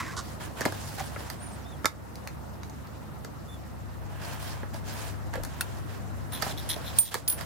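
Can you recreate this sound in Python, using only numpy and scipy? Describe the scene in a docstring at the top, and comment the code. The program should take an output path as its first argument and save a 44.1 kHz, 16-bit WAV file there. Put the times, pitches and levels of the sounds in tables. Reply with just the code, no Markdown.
"""Fingers drag on the covering of a metal camera body, close to the microphone, in a room where machinery
hums throughout. The camera knocks down on a paper-covered table and is nudged and slid about, rubbing,
ticking and squeaking faintly; its sprung catch clicks. Then a small metal ring scrapes, is picked up,
pings and rattles down. The recorder's automatic gain ducks after the loudest hits."""
import sys
import numpy as np
from scipy import signal
from scipy.io import wavfile
from scipy.ndimage import uniform_filter1d

SR = 44100
rng = np.random.default_rng(int(sys.argv[2]) if len(sys.argv) > 2 else 0)


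def to_wav(s):
    """Save 16-bit WAV."""
    ch = np.atleast_2d(s).T  # columns
    pcm = np.round(np.clip(ch, -1, 1) * 32767)  # PCM
    wavfile.write(sys.argv[1], SR, pcm.astype(np.int16))


N = 328545
TIME = np.arange(N) / SR
CUTOFF_HZ = 16000

# motors and mains in the room: (frequency [Hz], left [dB], right [dB], right lag [rad])
ROOM_HUM = [(70.2, -54.5, -46, 0.67), (126.1, -60, -52, 1.06), (146.1, -54.5, -50.5, 1.35),
            (201.2, -56, -56, 4.2)]
# the mains hum shifts as the microphone is moved: (time [s], left [dB], right [dB], right lag [rad])
MAINS_PATH = [(0, -49, -44.5, 0.22), (2.2, -49, -52, 0.35), (3.55, -44, -51, 0.89), (3.85, -38, -45, 2.37),
              (7.45, -37.5, -43.5, 2.47)]
# room air: (frequency [Hz], relative density [dB])
AIR_SPECTRUM = [(25, -21), (45, -10), (70, 1), (140, -1), (250, -3.5), (400, -11), (600, -10), (1100, -13),
                (1700, -20), (2700, -30), (4000, -30), (8000, -33), (14000, -38.5), (16000, -46)]
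# room air at the microphone: (time [s], level [dB])
AIR_LEVELS = [(0, -40), (2.5, -42.5), (3.8, -43), (5.5, -40.5), (7.45, -40)]
# how alike noise is on the two sides of the microphone: (frequency [Hz], correlation [ratio])
STEREO_LIKENESS = [(300, 0.0067), (1500, 0.09), (15000, 0.19)]
# light touches of small parts: (time [s], level [dB], treble gain [dB])
TICK_HITS = [(2.156, -46.5, 17), (2.274, -37, -7), (2.633, -44, -14), (2.6976, -51, 5), (2.872, -55, 10)]
# their resonances: (frequency [Hz], width [Hz], gain [dB])
SMALL_PART_MODES = [(1410, 850, -13), (2220, 130, 1), (4300, 770, -12), (6460, 220, -5)]
# thin squeaks: (start [s], length [s], level [dB], first pitch [Hz], middle pitch [Hz], last pitch [Hz])
SQUEAK_GLIDES = [(1.39, 0.092, -46, 7900, 9680, 8700), (1.455, 0.11, -53, 9450, 9430, 9300),
                 (1.518, 0.038, -51.5, 8280, 8250, 8100), (1.563, 0.098, -62, 7860, 6400, 4840),
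                 (1.645, 0.11, -56.5, 3350, 3650, 3190), (3.472, 0.1, -53.5, 3400, 3550, 3300)]
# first three harmonics of a squeak: (gain [dB])
SQUEAK_HARMONICS = [0, -17, -9]
# dull groans and bumps: (time [s], pitch [Hz], peak [dB], half length [s])
GRIP_GROANS = [(1.011, 766, -28, 0.0063), (5.359, 525, -31, 0.0045), (5.383, 520, -30.5, 0.006),
               (5.402, 561, -33, 0.003), (5.418, 42.1, -38, 0.032)]
# fingers on the camera's covering:
# (start [s], length [s], level [dB], first slip rate [1/s], bare crackle [ratio], first resonance [Hz])
FINGER_DRAGS = [(0.0, 0.0067, -29, 1610, 0.057, 1340), (0.009, 0.14, -40.5, 2630, 0.09, 2200),
                (0.162, 0.038, -38.5, 1200, 0.69, 1130), (0.994, 0.0083, -36.5, 2100, 0.2, 900)]
# camera shell under the fingers: (frequency [Hz], width [Hz], gain [dB])
SHELL_MODES = [(1077, 94, 9), (1440, 120, 6), (1850, 400, -4.5)]
# hand and camera over the paper: (start [s], length [s], level [dB], hiss re level [dB])
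PAPER_STROKES = [(0.19, 0.14, -57, 5), (0.396, 0.05, -43, -2.5), (0.551, 0.13, -41.5, -6),
                 (0.628, 0.45, -49.5, 3), (0.976, 0.029, -39.5, -4.5), (1.084, 0.15, -50, -3),
                 (1.167, 0.18, -50, -2), (1.358, 0.26, -53, -5.5), (4.025, 0.61, -49, -10.5),
                 (4.19, 0.16, -44.5, -3), (4.375, 0.15, -46, 1), (4.729, 0.037, -47, -3),
                 (4.83, 0.26, -44, -1), (5.328, 0.032, -41, -15), (5.403, 0.38, -51.5, -3),
                 (5.872, 0.075, -47.5, -6.5), (6.315, 0.056, -43.5, -11), (6.391, 0.11, -39, -3),
                 (6.548, 0.19, -49.5, -1.5), (6.685, 0.31, -46.5, -4.5), (6.953, 0.11, -53, 14),
                 (7.108, 0.042, -37.5, 0.5), (7.271, 0.065, -44.5, -2), (7.371, 0.041, -41.5, -3)]
# coarse rub on paper: (frequency [Hz], relative density [dB])
RUB_SPECTRUM = [(300, -4.5), (480, -6), (680, 5.5), (1100, 1), (1700, -4), (2300, -3.5), (3200, -12.5)]
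# fine hiss of the paper: (frequency [Hz], relative density [dB])
HISS_SPECTRUM = [(1800, -10), (4000, 2), (6000, -2), (10000, -4), (13000, -5), (16000, -21)]
# hollow of the camera body as it is pushed along: (frequency [Hz], width [Hz], gain [dB])
HOLLOW_MODES = [(655, 132, 2), (1020, 130, -1.5), (1610, 270, -2), (3260, 240, -11)]
# a fingertip pushes the ring along the table: (start [s], length [s], level [dB])
RING_PUSHES = [(6.31, 0.069, -40), (6.474, 0.042, -43.5), (6.566, 0.032, -41.5), (6.687, 0.024, -28.5),
               (6.703, 0.023, -47.5), (6.83, 0.069, -40.5), (7.014, 0.08, -40)]
# the ring held against the table: (frequency [Hz], width [Hz], gain [dB])
HELD_RING_MODES = [(4040, 210, 6), (3400, 340, -2), (1860, 340, -3.5), (11000, 170, -23), (9400, 240, -12),
                   (11940, 320, -4.5), (5370, 1000, -29)]
# the ring touches the table: (time [s], relative level [dB], contact [0 = face .. 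1 = rim])
RING_CONTACTS = [(6.322, -29, 0.54), (6.333, -26, 0.71), (6.69, -22, 0.97), (6.706, -33, 0.95),
                 (6.9864, -7, 0.037), (7.278, -10, 0.82), (7.2815, -11, 0.83), (7.3, -12.5, 1),
                 (7.312, -20, 0.78), (7.324, -19.5, 1)]
# the free ring: (frequency [Hz], t60 [s], face gain [dB], rim gain [dB], left minus right [dB])
RING_MODES = [(9046, 0.18, -1.5, -16, -12), (9312, 0.22, -9, -13, 0), (10563, 0.14, -32, -6, -6),
              (10723, .2, -19, -16, -4), (10781, 0.14, -36, -5, -2), (11961, 0.12, -42, -15, -2),
              (12327, 0.16, -45, -15, 0), (14208, 0.24, -5, -21, 1.5), (15190, 0.12, -15, -11, -1)]
# the catch snaps and rebounds: (time [s], level [dB])
CATCH_SNAPS = [(5.6088, -24), (5.6111, -36), (5.618, -42)]
# its resonances: (frequency [Hz], width [Hz], gain [dB])
CATCH_MODES = [(1480, 31, 4), (2670, 130, -0.5), (3630, 44, -7), (4300, 74, -1), (8900, 84, -18),
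               (10020, 190, -2.5), (10800, 100, -15), (13350, 100, -4)]
# knocks of the camera and its parts; thud, edge and tick are relative to the mid band:
# (time [s], relative mid level [dB], thud [dB], edge [dB], tick [dB], left minus right [dB])
CAMERA_KNOCKS = [(0.6081, -33, 1, -7, -8.5, -5), (0.6164, -33.5, -21, -6, -16, 3),
                 (0.653, -26, -3.5, -12.5, -12, -3), (0.6592, -33.5, 10.5, -2, -8, 0),
                 (0.7223, -36, -1.5, -11, -13, 3), (1.161, -37, -2, -29, -33, 1),
                 (1.3007, -40.5, -22, 0, -2, -4), (1.8445, -28, -3.5, -16, -27, -6.5),
                 (1.856, -21.5, -12.5, -3.5, -9.5, -4.5), (3.247, -43, 0, -5, -9, 1),
                 (4.6314, -40.5, 2, -31, -34, -5), (4.743, -46, 7.5, -2.5, -11, -6),
                 (5.3376, -39.5, -7, -9.5, -14, -9), (5.356, -38, -5, -14, -15, -6),
                 (5.435, -43.5, -7, -1, 0.5, 7), (5.449, -44, -19, -1.5, 0.5, 1),
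                 (6.4229, -30, -21, -6, -8.5, -13), (6.4268, -32.5, -4, -3, -14, -3),
                 (6.4643, -36, 3, -22, -25, -3), (6.7628, -45, 7, -7, -25, -5),
                 (7.1423, -23, -10, -6, -6, -6), (7.151, -29, 0, -5, -17, -6),
                 (7.41, -39.5, -7, -7, -8, -12)]
# thud, mid, edge and tick bands: (low [Hz], high [Hz])
KNOCK_BANDS = [(120, 700), (700, 2050), (3400, 6700), (7600, 14000)]
# camera body on the table: (frequency [Hz], width [Hz], gain [dB])
BODY_MODES = [(228, 59, -8.5), (420, 145, 0), (622, 110, -2.5), (870, 145, 4.5), (1334, 140, 5.5),
              (1706, 144, 6), (2090, 310, -4), (4000, 490, -3.5), (4600, 840, -8.5), (5570, 910, -3),
              (9300, 1200, -36), (11140, 230, -11)]


def from_db(db):
    return 10 ** (np.asarray(db) / 20)


def unit_rms(x):
    return x / np.sqrt(np.mean(x ** 2) + 1e-20)


def unit_attack(x):
    """Scale a hit so that its first 8 ms have rms 1."""
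    return x / np.sqrt(np.mean(x[:, :SR // 125] ** 2))


def in_time(rows):
    """Columns of a curve, joined by straight lines."""
    times, *columns = np.transpose(rows)
    return [np.interp(TIME, times, column) for column in columns]


def at_hz(points, hz):
    frequencies, values = np.transpose(points)
    return np.interp(np.log(hz), np.log(frequencies), values)


def panned(left_minus_right_db):
    return from_db(np.array([[.5], [-.5]]) * left_minus_right_db)


def band(x, low, high, order=2):
    return signal.sosfilt(signal.butter(order, [low, high], "band", fs=SR, output="sos"), x)


def add(out, start_s, sound):
    i = round(start_s * SR)
    out[:, i:i + sound.shape[1]] += sound[:, :N - i]


def drift(rate_hz):
    """Random wander, of spread about 1."""
    knots = rng.standard_normal(4000)
    return np.interp(TIME * rate_hz * 2, np.arange(len(knots)), knots)


def dying(t, t60):
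    return from_db(-60 * t / t60)


def stroke(start, length, swell_share, release_s):
    """Envelope of one movement: it gathers speed, holds, and dies away."""
    t = TIME - start
    swell = np.clip(t / (length * swell_share), 0, 1)
    return swell * np.exp(-np.clip((t - length) / release_s, 0, 30))


def resonate(x, modes, scatter_db):
    """Parallel resonances, each excited with a strength of its own in each channel."""
    out = 0
    for k, (hz, width, db) in enumerate(modes):
        r = np.exp(-np.pi * width / SR)
        poles = [1, -2 * r * np.cos(2 * np.pi * hz / SR), r * r]
        ringing = signal.lfilter([(1 - r * r) / 2, 0, (r * r - 1) / 2], poles, x + 1e-18)
        out = out + (-1) ** k * ringing * from_db(db + scatter_db * rng.standard_normal((2, 1)))
    return out


def gliding_resonance(x, hz, width_hz):
    """One resonance whose centre follows hz."""
    turn = np.exp(2j * np.pi * np.cumsum(hz) / SR)
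    r = np.exp(-np.pi * width_hz / SR)
    return 2 * np.real(turn * signal.lfilter([1 - r], [1, -r], x / turn))


def coloured_noise(spectrum, flicker_db):
    """Half-octave bands of stereo noise, each with its own flicker; rms 1."""
    edges = 22 * 2 ** np.arange(0, 9.6, .5)
    out, white = 0, rng.standard_normal((2, 2, N))
    for k, (low, high) in enumerate(zip(edges, edges[1:])):
        hz = np.sqrt(low * high)
        if high > spectrum[0][0] and low < spectrum[-1][0]:
            mid, side = band(white[k % 2], low, high)
            alike = at_hz(STEREO_LIKENESS, hz)
            gain = from_db(at_hz(spectrum, hz) + flicker_db * drift(24))
            out = out + gain * (np.sqrt(1 + alike) * mid + np.sqrt(1 - alike) * side * [[1], [-1]])
    return unit_rms(out)


def impact(modes, chatter, chatter_t60, crack_db, tail_db, tail_t60, scatter_db):
    """One contact: a sharp push and a brief chatter ring the modes; the room adds a diffuse tail."""
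    t = TIME[:SR // 4]
    noise = rng.standard_normal(len(t)) + .5 * rng.standard_normal((2, len(t)))
    push = (t == 0) + chatter * noise * dying(t, chatter_t60)
    direct = resonate(push, modes, scatter_db) + from_db(crack_db) * push
    room = rng.standard_normal((2, len(t))) * dying(t, tail_t60) * (t > .004)
    room /= np.sqrt(np.sum(room ** 2, axis=1, keepdims=True))
    return direct + from_db(tail_db) * signal.fftconvolve(direct, room, axes=1)[:, :len(t)]


def room_tone():
    """The room around the microphone: wavering motor and 100 Hz mains hum, and air; the microphone adds a thin
    high whine."""
    hum = 0
    for hz, left_db, right_db, lag in ROOM_HUM + [(100, *in_time(MAINS_PATH))]:
        phase = 2 * np.pi * (hz * TIME + rng.random()) + 0.23 * drift(1.556)
        tone = np.array([from_db(left_db) * np.sin(phase), from_db(right_db) * np.sin(phase - lag)])
        hum = hum + np.sqrt(2) * tone * from_db(1.9 * drift(3.5))
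    air_db, = in_time(AIR_LEVELS)
    whine = from_db(-67) * unit_rms(band(rng.standard_normal((2, N)), 13350, 13650, order=1))
    air = from_db(air_db) * coloured_noise(AIR_SPECTRUM, flicker_db=1.82)
    return hum + air + whine


def part_ticks():
    """Small parts touch lightly; some ticks are dull, others bright."""
    out = np.zeros((2, N))
    for start, db, treble_db in TICK_HITS:
        hit = impact(SMALL_PART_MODES, chatter=0.12, chatter_t60=0.015, crack_db=-18.5,
                     tail_db=-5.5, tail_t60=0.15, scatter_db=4)
        low, high = band(hit, 300, 2500), band(hit, 3300, 15000)
        add(out, start, from_db(db) * unit_attack(low - from_db(treble_db) * high))
    return out


def squeaks():
    """Right of centre, smooth parts rub and sing briefly; pitch and level follow a wavering arch."""
    out = np.zeros((2, N))
    for start, length, db, *pitches in SQUEAK_GLIDES:
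        along = np.linspace(0, 1, int(length * SR))
        glide_hz = np.polyval(np.polyfit([0, .5, 1], pitches, 2), along)
        hz = glide_hz * (1 + 0.011 * drift(203)[:len(along)])
        phase = 2 * np.pi * np.cumsum(hz) / SR
        tone = sum(from_db(level) * np.sin(k * phase)
                   for k, level in enumerate(SQUEAK_HARMONICS, 1) if k * hz.max() < CUTOFF_HZ)
        flutter_db = 3.9 * drift(70)[:len(along)]
        arch = np.sqrt(np.abs(np.sin(np.pi * along)))
        add(out, start, from_db(db + flutter_db) * tone * arch * panned(-5))
    return out


def grip_groans():
    """Dead centre, the shifting grip gives short swells of a wavering low tone."""
    out = 0
    for peak_s, hz, db, half_length in GRIP_GROANS:
        phase = 2 * np.pi * np.cumsum(hz * (1 + 0.071 * drift(100))) / SR
        swell = np.exp(-((TIME - peak_s) / half_length) ** 2)
        out = out + from_db(db) * swell * np.sin(phase)
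    return out


def finger_drag():
    """Skin sticks and slips, ever more slowly; each slip rings the shell and a sinking resonance."""
    slowing_octaves_per_s, sinking_octaves_per_s = 6.0, 4.7
    out, t = np.zeros((2, N)), TIME[:SR // 3]
    for start, length, db, slips_per_s, crackle, resonance_hz in FINGER_DRAGS:
        rate = slips_per_s * 2 ** (-slowing_octaves_per_s * t) * from_db(3.3 * drift(400)[:len(t)])
        slip_count = np.floor(np.cumsum(rate) / SR)
        slips = np.diff(slip_count, prepend=0) * from_db(3.5 * rng.standard_normal(len(t)))
        sinking = gliding_resonance(slips, resonance_hz * 2 ** (-sinking_octaves_per_s * t), width_hz=360)
        shell = resonate(slips, SHELL_MODES, scatter_db=3) + from_db(-1) * sinking
        sound = unit_rms(shell + crackle * band(slips, 2700, 7400))
        effort = stroke(0, length, swell_share=0.16, release_s=0.012)[:len(t)]
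        add(out, start, from_db(db) * sound * effort)
    return out * panned(-4.2)


def paper_slide():
    """Friction on paper: every stroke drives a grainy rub, which rings the body, and a finer hiss."""
    rub_power = hiss_power = 0
    for start, length, db, hiss_db in PAPER_STROKES:
        effort = from_db(db) * stroke(start, length, swell_share=0.24, release_s=0.038)
        rub_power = rub_power + effort ** 2
        hiss_power = hiss_power + (effort * from_db(hiss_db)) ** 2
    grain = unit_rms(from_db(1.34 * drift(150)))
    friction = rng.standard_normal(N) + 0.87 * rng.standard_normal((2, N))
    hollow = from_db(-3) * unit_rms(resonate(friction, HOLLOW_MODES, scatter_db=3.0))
    plain_rub = from_db(-2) * coloured_noise(RUB_SPECTRUM, flicker_db=1.0)
    rub = np.sqrt(rub_power) * (plain_rub + hollow)
    hiss = np.sqrt(hiss_power) * coloured_noise(HISS_SPECTRUM, flicker_db=2.5)
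    return (rub + hiss) * grain * panned(-2.3)


def ring_scrape():
    """Dense tiny snags of metal on paper excite the finger-damped ring."""
    snags_per_s = 2200
    push = sum(from_db(db) * stroke(start, length, swell_share=0.54, release_s=0.018)
               for start, length, db in RING_PUSHES)
    pressure = from_db(3 * drift(120))
    snags = (rng.random(N) < snags_per_s / SR) * rng.standard_normal((2, N)) * pressure
    blended = snags + snags[::-1] / 2   # each side also hears the other
    return push * unit_rms(resonate(blended, HELD_RING_MODES, scatter_db=8.5)) * panned(-3.3)


def ring_pings():
    """The ring strikes the table and close pairs of modes beat; a hand damps it near the end."""
    out, t = np.zeros((2, N)), TIME[:SR // 3]
    for start, db, rim in RING_CONTACTS:
        onset = 1 - np.exp(-t / (.0001 + 0.00054 * rim))   # a rolling rim meets the table gently
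        for hz, t60, face_db, rim_db, pan_db in RING_MODES:
            strength = from_db(db + (1 - rim) * face_db + rim * (rim_db + 2 * rng.standard_normal()))
            # short waves reach the microphone's two ports out of step
            port_phase = np.array([[rng.uniform(0.65, 2.35)], [0]])
            rattle = 1 + 0.7 * rim * drift(219)[:len(t)]   # grazing contacts roughen the tone
            tone = np.sin(2 * np.pi * hz * t + port_phase) * dying(t, t60)
            add(out, start, strength * panned(pan_db) * tone * onset * rattle)
        tick = band(rng.standard_normal((2, len(t))) * dying(t, t60=0.014), 2770, 6300)
        add(out, start, from_db(db - 1.5) * tick)
    settling, = in_time([(7.335, 0.72), (7.36, 0.42)])   # (time [s], gain [ratio])
    return out * settling


def catch_clicks():
    """A little left of centre, a small sprung catch snaps and rebounds."""
    out = np.zeros((2, N))
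    for start, db in CATCH_SNAPS:
        hit = impact(CATCH_MODES, chatter=0.24, chatter_t60=0.028, crack_db=-16.5,
                     tail_db=-1.5, tail_t60=0.17, scatter_db=7.0)
        damped = band(hit, 880, 16000) * dying(TIME[:hit.shape[1]], t60=0.1)   # the finger stays on it
        add(out, start, from_db(db) * unit_attack(damped) * panned(2.9))
    return out


def camera_knocks():
    """Close up, the camera meets the table; each contact's hardness balances thud, edge and tick."""
    out = np.zeros((2, N))
    for start, mid_db, thud_db, edge_db, tick_db, pan_db in CAMERA_KNOCKS:
        hit = impact(BODY_MODES, chatter=0.15, chatter_t60=0.022, crack_db=-9.5,
                     tail_db=-7.0, tail_t60=0.14, scatter_db=3.5)
        parts = zip([thud_db, 0, edge_db, tick_db], KNOCK_BANDS)
        sound = sum(from_db(db) * unit_attack(band(hit, low, high, order=3)) for db, (low, high) in parts)
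        add(out, start, sound * from_db(mid_db + 1.0) * panned(pan_db))
    return out


def gain_control(x, threshold_db, attack_s, release_db_per_s):
    """Loud hits pull the recorder's gain down quickly; it creeps back."""
    power = uniform_filter1d(x ** 2, size=88, axis=1).max(axis=0)   # louder channel, over 2 ms
    over_db = np.maximum(10 * np.log10(np.abs(power) + 1e-12) - threshold_db, 0)
    held_db = np.maximum.accumulate(over_db + release_db_per_s * TIME) - release_db_per_s * TIME
    pole = np.exp(-1 / (attack_s * SR))
    return x * from_db(-signal.lfilter([1 - pole], [1, -pole], held_db))


def scene():
    """What reaches the stereo microphone: the handling on the table close by, the room behind."""
    contacts = camera_knocks() + part_ticks() + catch_clicks() + ring_pings()
    friction = ring_scrape() + paper_slide() + finger_drag() + squeaks() + grip_groans()
    return contacts + friction + room_tone()


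def record(dry):
    """The recorder: automatic gain, clipping at full scale, then a steep cut of the highest treble."""
    ducked = gain_control(dry, threshold_db=-17.5, attack_s=0.028, release_db_per_s=19.0)
    lowpass = signal.ellip(10, .1, 80, CUTOFF_HZ, fs=SR, output="sos")
    return signal.sosfilt(lowpass, np.clip(ducked, -1, 1))


dry = scene()
out = record(dry)
to_wav(out)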